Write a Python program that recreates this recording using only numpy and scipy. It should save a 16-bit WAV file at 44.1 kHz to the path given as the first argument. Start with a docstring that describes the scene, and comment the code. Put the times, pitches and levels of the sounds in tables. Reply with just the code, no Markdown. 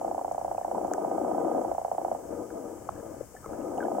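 """Shallow water, heard from inside a submerged camera housing. Over microphone hiss and a deep rumble,
a purr opens the scene: thirty soft pulses a second, strong and weak in turn (perhaps a small motor in
the camera). A few bubbles ring, a sharp snap cracks near 0.9 s, and water surges past, rumbling in the
housing's resonances. At 2.2 s the purr drops out, leaving gentler surges and faint knocks. Near 3.7 s
it returns, amid a cluster of bubbles and a last swell of water."""
import sys
import numpy as np
from scipy import signal
from scipy.fft import rfft, irfft
from scipy.io import wavfile

SR = 44100
rng = np.random.default_rng(int(sys.argv[2]) if len(sys.argv) > 2 else 0)


def generate_wav(signal):
    """Clip the signal to [-1, 1] and save it as 16-bit WAV at the path in sys.argv[1]."""
    frames = np.transpose(np.atleast_2d(signal))
    scaled = np.clip(frames, -1, 1) * 32767
    pcm = np.round(scaled).astype(np.int16)
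    wavfile.write(sys.argv[1], SR, pcm)


N = 176400
TIME = np.arange(N) / SR
FREQS = np.maximum(np.fft.rfftfreq(N, 1 / SR), 1)
SHOT_TIME = TIME[:SR // 5]  # time axis of a one-shot

# EQ of the microphone hiss: (frequency [Hz], relative level [dB])
HISS_EQ = [(1500, -10.5), (2200, -7.5), (2700, -16.5), (3100, -10), (3400, -23), (3650, -15), (3900, -24),
           (4300, -19), (4620, -8.5), (4820, -21.5), (5000, -7), (5900, -5.5), (6650, -0.5), (7200, -2.5),
           (8050, 1), (9200, -6.5), (11000, -7.5), (15800, -9)]
# EQ of the deep rumble: (frequency [Hz], relative level [dB])
RUMBLE_EQ = [(15, -8), (30, -3), (60, 4), (105, 5.5), (150, 2), (300, -3.5), (520, -1), (800, -6.5),
             (1300, -12.5), (1700, -15.5), (2000, -23.5), (4000, -48)]
# EQ of a snap: (frequency [Hz], relative level [dB])
SNAP_EQ = [(700, -7), (1400, -2), (2400, -10), (4000, -24.5), (5300, -5), (6700, 7.5), (8200, -1),
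           (10000, -15), (16000, -13.5)]
# snap cues: (time [s], relative level [dB])
SNAP_CUES = [(.322, -35), (0.872, -38), (.9362, -20), (1.615, -39), (1.637, -40), (3.352, -42),
             (3.367, -44), (3.461, -40), (3.683, -43), (3.778, -37), (3.968, -42)]
# bubble cues: (time [s], pitch [Hz], level [dB], decay T60 [s])
BUBBLE_CUES = [(0.192, 955, -23, 0.023), (.575, 2500, -51, .025), (.632, 1820, -47, .03),
               (0.753, 990, -29, 0.055), (3.35, 735, -37.5, 0.045), (3.3635, 1764, -42, 0.058),
               (3.43, 1250, -48, 0.049), (3.442, 1273, -40, 0.13), (3.444, 810, -39, .04),
               (3.457, 2120, -52, 0.038), (3.532, 1350, -35, 0.02), (3.613, 2800, -56, .02),
               (3.778, 2950, -48.5, 0.019), (3.804, 1600, -31, 0.05), (3.827, 1440, -29, 0.039),
               (3.836, 3120, -53, 0.027), (3.856, 1650, -43, .04)]
# knocks on the housing, plus the low body of the snap at 0.936 s: (time [s], pitch [Hz], level [dB], length
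# [s], left over right [dB])
KNOCK_CUES = [(0.7465, 764, -18, 0.0051, -6), (0.9363, 1360, -26.5, 0.0017, -2),
              (2.5035, 1470, -40.5, 0.003, 1), (2.8891, 1070, -21, 0.003, 3),
              (2.8912, 785, -22, 0.0041, -9), (2.961, 1570, -50, 0.0054, -3),
              (2.999, 1650, -48.5, 0.0037, -3), (3.208, 510, -26, 0.0076, 12), (3.344, 460, -42, .008, 14),
              (3.459, 1170, -33.5, 0.005, 0), (3.461, 460, -30.5, 0.0054, 11),
              (3.681, 2100, -56, 0.0035, -1), (3.781, 694, -26.5, 0.0052, 0)]
# resonances of the housing:
# (frequency [Hz], width [Hz], relative level [dB], left over right [dB], left phase lead [rad])
HOUSING_MODES = [(205.7, 70, -11.5, 6.5, 0), (317, 89, -1, 8, 0.031), (482, 86, -6, 12.5, 0.4),
                 (566, 49, -7.5, 27, 0.41), (659, 44, -2.5, 2.5, -2.23), (781, 100, -11, -10, -0.89),
                 (955, 87, -18, -4, 0.38), (1235, 82, -17.5, -.5, -0.079), (1496, 117, -38, -22, -0.85),
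                 (1567, 62, -40, -5, 0), (2230, 100, -46.5, -22, 0.25), (3250, 180, -36.5, -2, .5)]
# fader curve of the surging water: (time [s], relative level [dB])
FLOW_FADER = [(0, -43), (.09, -42), (.25, -46.5), (.42, -52.5), (.5, -46.5), (.6, -55), (.7, -46),
              (.77, -35.5), (.87, -40), (.94, -36), (1.03, -36.5), (1.2, -33.5), (1.4, -32), (1.57, -32),
              (1.7, -39.5), (1.8, -57.5), (1.9, -54.5), (2.0, -43.5), (2.28, -45), (2.34, -36.5),
              (2.42, -38.5), (2.48, -45.5), (2.54, -39), (2.7, -41), (2.88, -50), (3.0, -44), (3.2, -48.5),
              (3.25, -56.5), (3.43, -64.5), (3.5, -39), (3.66, -37.5), (3.8, -33.5), (3.88, -38.5),
              (4, -32.5)]
# fader curves of the purr, whose pulses alternate between two levels: (time [s], main pulse level [dB],
# alternate pulse level [dB])
PURR_FADER = [(0, -20, -22.5), (.65, -19, -23.5), (1.1, -19, -25), (1.5, -19.5, -20.5), (1.9, -17.5, -25.5),
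              (2.15, -17, -22.5), (2.19, -66, -54), (3.45, -57, -72), (3.6, -52, -37), (3.75, -24, -63),
              (3.87, -23, -19.5), (4, -20.5, -26)]
# a pulse's blip, left then right: (end pitch [Hz], glide time constant [s], length [s], trim [dB])
BLIP_PER_MIC = [(583, .0011, 0.0073, -1), (726, 0.00076, .008, 1)]
# faint bright edge of a pulse: (frequency [Hz], relative level [dB], decay T60 [s])
EDGE_PARTIALS = [(1250, -29, 0.011), (1530, -43, 0.011), (2075, -44, 0.0068), (3026, -45, 0.023)]
# reflections of a pulse: (delay [s], left gain [dB], right gain [dB])
PULSE_ECHOES = [(.0068, -18, -29), (.0112, -9.5, -16), (.0181, -13.5, -40.5), (.0245, -40, -18.5)]


def from_db(db):
    return 10 ** (np.asarray(db) / 20)


def unit_rms(x):
    return x / np.sqrt(np.mean(x ** 2) + 1e-20)


def pan(left_over_right_db):
    """Left and right gains with a mean of one."""
    gains = from_db([[left_over_right_db / 2], [-left_over_right_db / 2]])
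    return gains / gains.mean()


def equalise(x, curve):
    """Apply an EQ of (frequency [Hz], level [dB]) and normalise to rms 1."""
    hz, db = np.transpose(curve)
    gain = from_db(np.interp(np.log(FREQS), np.log(hz), db))
    return unit_rms(irfft(rfft(x) * gain, N))


def drift(rate_hz):
    """A smooth random modulator of rms 1."""
    return unit_rms(irfft(rfft(rng.standard_normal(N)) / (1 + (FREQS / rate_hz) ** 2), N))


def place(track, start, sound):
    """Mix a one-shot in at start [s]."""
    i = int(np.clip(start * SR, 0, N - 1))
    track[..., i:i + sound.shape[-1]] += sound[..., :N - i]


def decay(t60):
    """An envelope that falls 60 dB in t60 seconds."""
    return from_db(-60 * SHOT_TIME / t60)


def tone(hz):
    """A one-shot sine; the pitch may be a curve."""
    return np.sin(2 * np.pi * np.cumsum(hz * np.ones(len(SHOT_TIME))) / SR)


def blip(hz, length):
    """A few cycles that swell and fade."""
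    swell = np.sin(np.pi * np.minimum(SHOT_TIME / length, 1)) ** 1.105
    return -swell * tone(hz)


def microphone_hiss():
    """Each microphone adds its own steady noise."""
    return from_db(-56.5) * pan(5) * equalise(rng.standard_normal((2, N)), HISS_EQ)


def deep_rumble():
    """A low bed, mostly shared by both microphones, that wavers and creeps up in level."""
    waver_db, rise_db_per_s = 2.5, .5
    mid, side = equalise(rng.standard_normal((2, N)), RUMBLE_EQ)
    level_db = -53 + waver_db * drift(rate_hz=5.7) + rise_db_per_s * (TIME - TIME.mean())
    return from_db(level_db) * pan(5.5) * (mid + from_db(-6) * side * [[1], [-1]])


def snaps():
    """Bright cracks on the left among fainter random crackles, each with one close reflection."""
    crackles_per_s, echo_s, echo_db = 12, 0.0017, -9.5
    duration, candidates = N / SR, 60
    crackles = [(when * duration, -50 + 6 * size) for when, size, odds in rng.random((candidates, 3))
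                if odds < crackles_per_s * duration / candidates]
    clicks = np.zeros(N)
    for start, db in list(SNAP_CUES) + crackles:
        place(clicks, start, from_db([db]))
        place(clicks, start + echo_s, from_db([db + echo_db]))
    cracks = equalise(clicks, SNAP_EQ)
    return cracks * clicks.max() / cracks.max() * pan(17)


def bubbles():
    """Small bubbles ring briefly, wobbling and rising a little in pitch."""
    attack_s, rise_per_s, wobble_depth = 0.00079, 0.2, 0.028
    attack = 1 - np.exp(-SHOT_TIME / attack_s)
    wobble = wobble_depth * drift(rate_hz=380)
    track = np.zeros(N)
    for start, hz, db, t60 in BUBBLE_CUES:
        pitch = hz * (1 + rise_per_s * SHOT_TIME + np.interp(start + SHOT_TIME, TIME, wobble))
        place(track, start, from_db(db) * attack * decay(t60) * tone(pitch))
    return track


def knocks():
    """Dull taps on the housing that the water damps within a few cycles; one gives the snap near 0.94 s its low
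    body."""
    track = np.zeros((2, N))
    for start, hz, db, length, pan_db in KNOCK_CUES:
        place(track, start, from_db(db) * pan(pan_db) * blip(hz, length))
    return track


def water_flow():
    """Surging water stirs the housing's resonances; each reaches the two microphones differently."""
    trim_db, flutter_db, low_cut_hz, high_cut_hz = 3, 1.5, 164, 1760
    housing = 0
    for hz, width_hz, db, pan_db, lead in HOUSING_MODES:
        resonance = 1 / (1 + ((FREQS - hz * hz / FREQS) / width_hz) ** 2)
        stereo_phase = np.exp(.5j * lead * np.array([[1], [-1]]))
        housing = housing + from_db(db) * pan(pan_db) * resonance * stereo_phase
    band = 1 / np.sqrt(1 + (FREQS / high_cut_hz) ** 6 + (low_cut_hz / FREQS) ** 6)
    eddies = rng.standard_normal(N) * from_db(flutter_db * drift(rate_hz=49))
    rumble = unit_rms(irfft(rfft(eddies) * band * housing, N))
    return rumble * from_db(trim_db + np.interp(TIME, *np.transpose(FLOW_FADER)))


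def purr():
    """Pulses, strong and weak in turn: each a falling blip with a bright edge, echoes and a tail."""
    pulses_per_s, first_pulse_s, jitter_s = 29.97, .0121, 0.00026
    start_hz, pitch_spread, edge_attack_s = 1476, 0.015, 0.00052
    tail_db, tail_t60 = -10.5, 0.044
    starts = np.arange(first_pulse_s, N / SR, 1 / pulses_per_s)
    when, main_db, alternate_db = np.transpose(PURR_FADER)
    is_main = np.arange(len(starts)) % 2
    pulse_db = np.where(is_main, np.interp(starts, when, main_db), np.interp(starts, when, alternate_db))
    _, lateness, detunes = rng.standard_normal((3, len(starts)))
    edge = sum(from_db(db) * decay(t60) * np.sin(2 * np.pi * hz * SHOT_TIME)
               for hz, db, t60 in EDGE_PARTIALS)
    edge *= 1 - np.exp(-(SHOT_TIME / edge_attack_s) ** 2)
    first_echo_s = PULSE_ECHOES[0][0]
    tail = rng.standard_normal(len(SHOT_TIME)) * decay(tail_t60) * (SHOT_TIME > first_echo_s)
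    channels = []
    for mic, (end_hz, glide_s, length, trim_db) in enumerate(BLIP_PER_MIC):
        glide = end_hz + (start_hz - end_hz) * np.exp(-SHOT_TIME / glide_s)
        pulses = np.zeros(N)
        for start, db, detune in zip(starts + jitter_s * lateness, pulse_db, detunes):
            body = blip(glide * (1 + pitch_spread * detune), length)
            place(pulses, start, from_db(db + trim_db) * (body + edge))
        reflections = from_db(tail_db) * tail / np.linalg.norm(tail)
        for delay, *echo_db in PULSE_ECHOES:
            place(reflections, delay, from_db([echo_db[mic]]))
        channels.append(pulses + signal.fftconvolve(pulses, reflections)[:N])
    return np.array(channels)


def scene():
    """The stereo mix at the two microphones."""
    return purr() + water_flow() + knocks() + bubbles() + snaps() + microphone_hiss() + deep_rumble()


def record(dry):
    """The housing blocks a narrow band, and a steep low-pass takes off the very top."""
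    notch_hz, cutoff_hz = 1865, 15850
    notched = signal.lfilter(*signal.iirnotch(notch_hz, Q=18.4, fs=SR), dry)
    return signal.sosfilt(signal.ellip(12, .1, 80, cutoff_hz, fs=SR, output="sos"), notched)


dry = scene()
out = record(dry)
generate_wav(out)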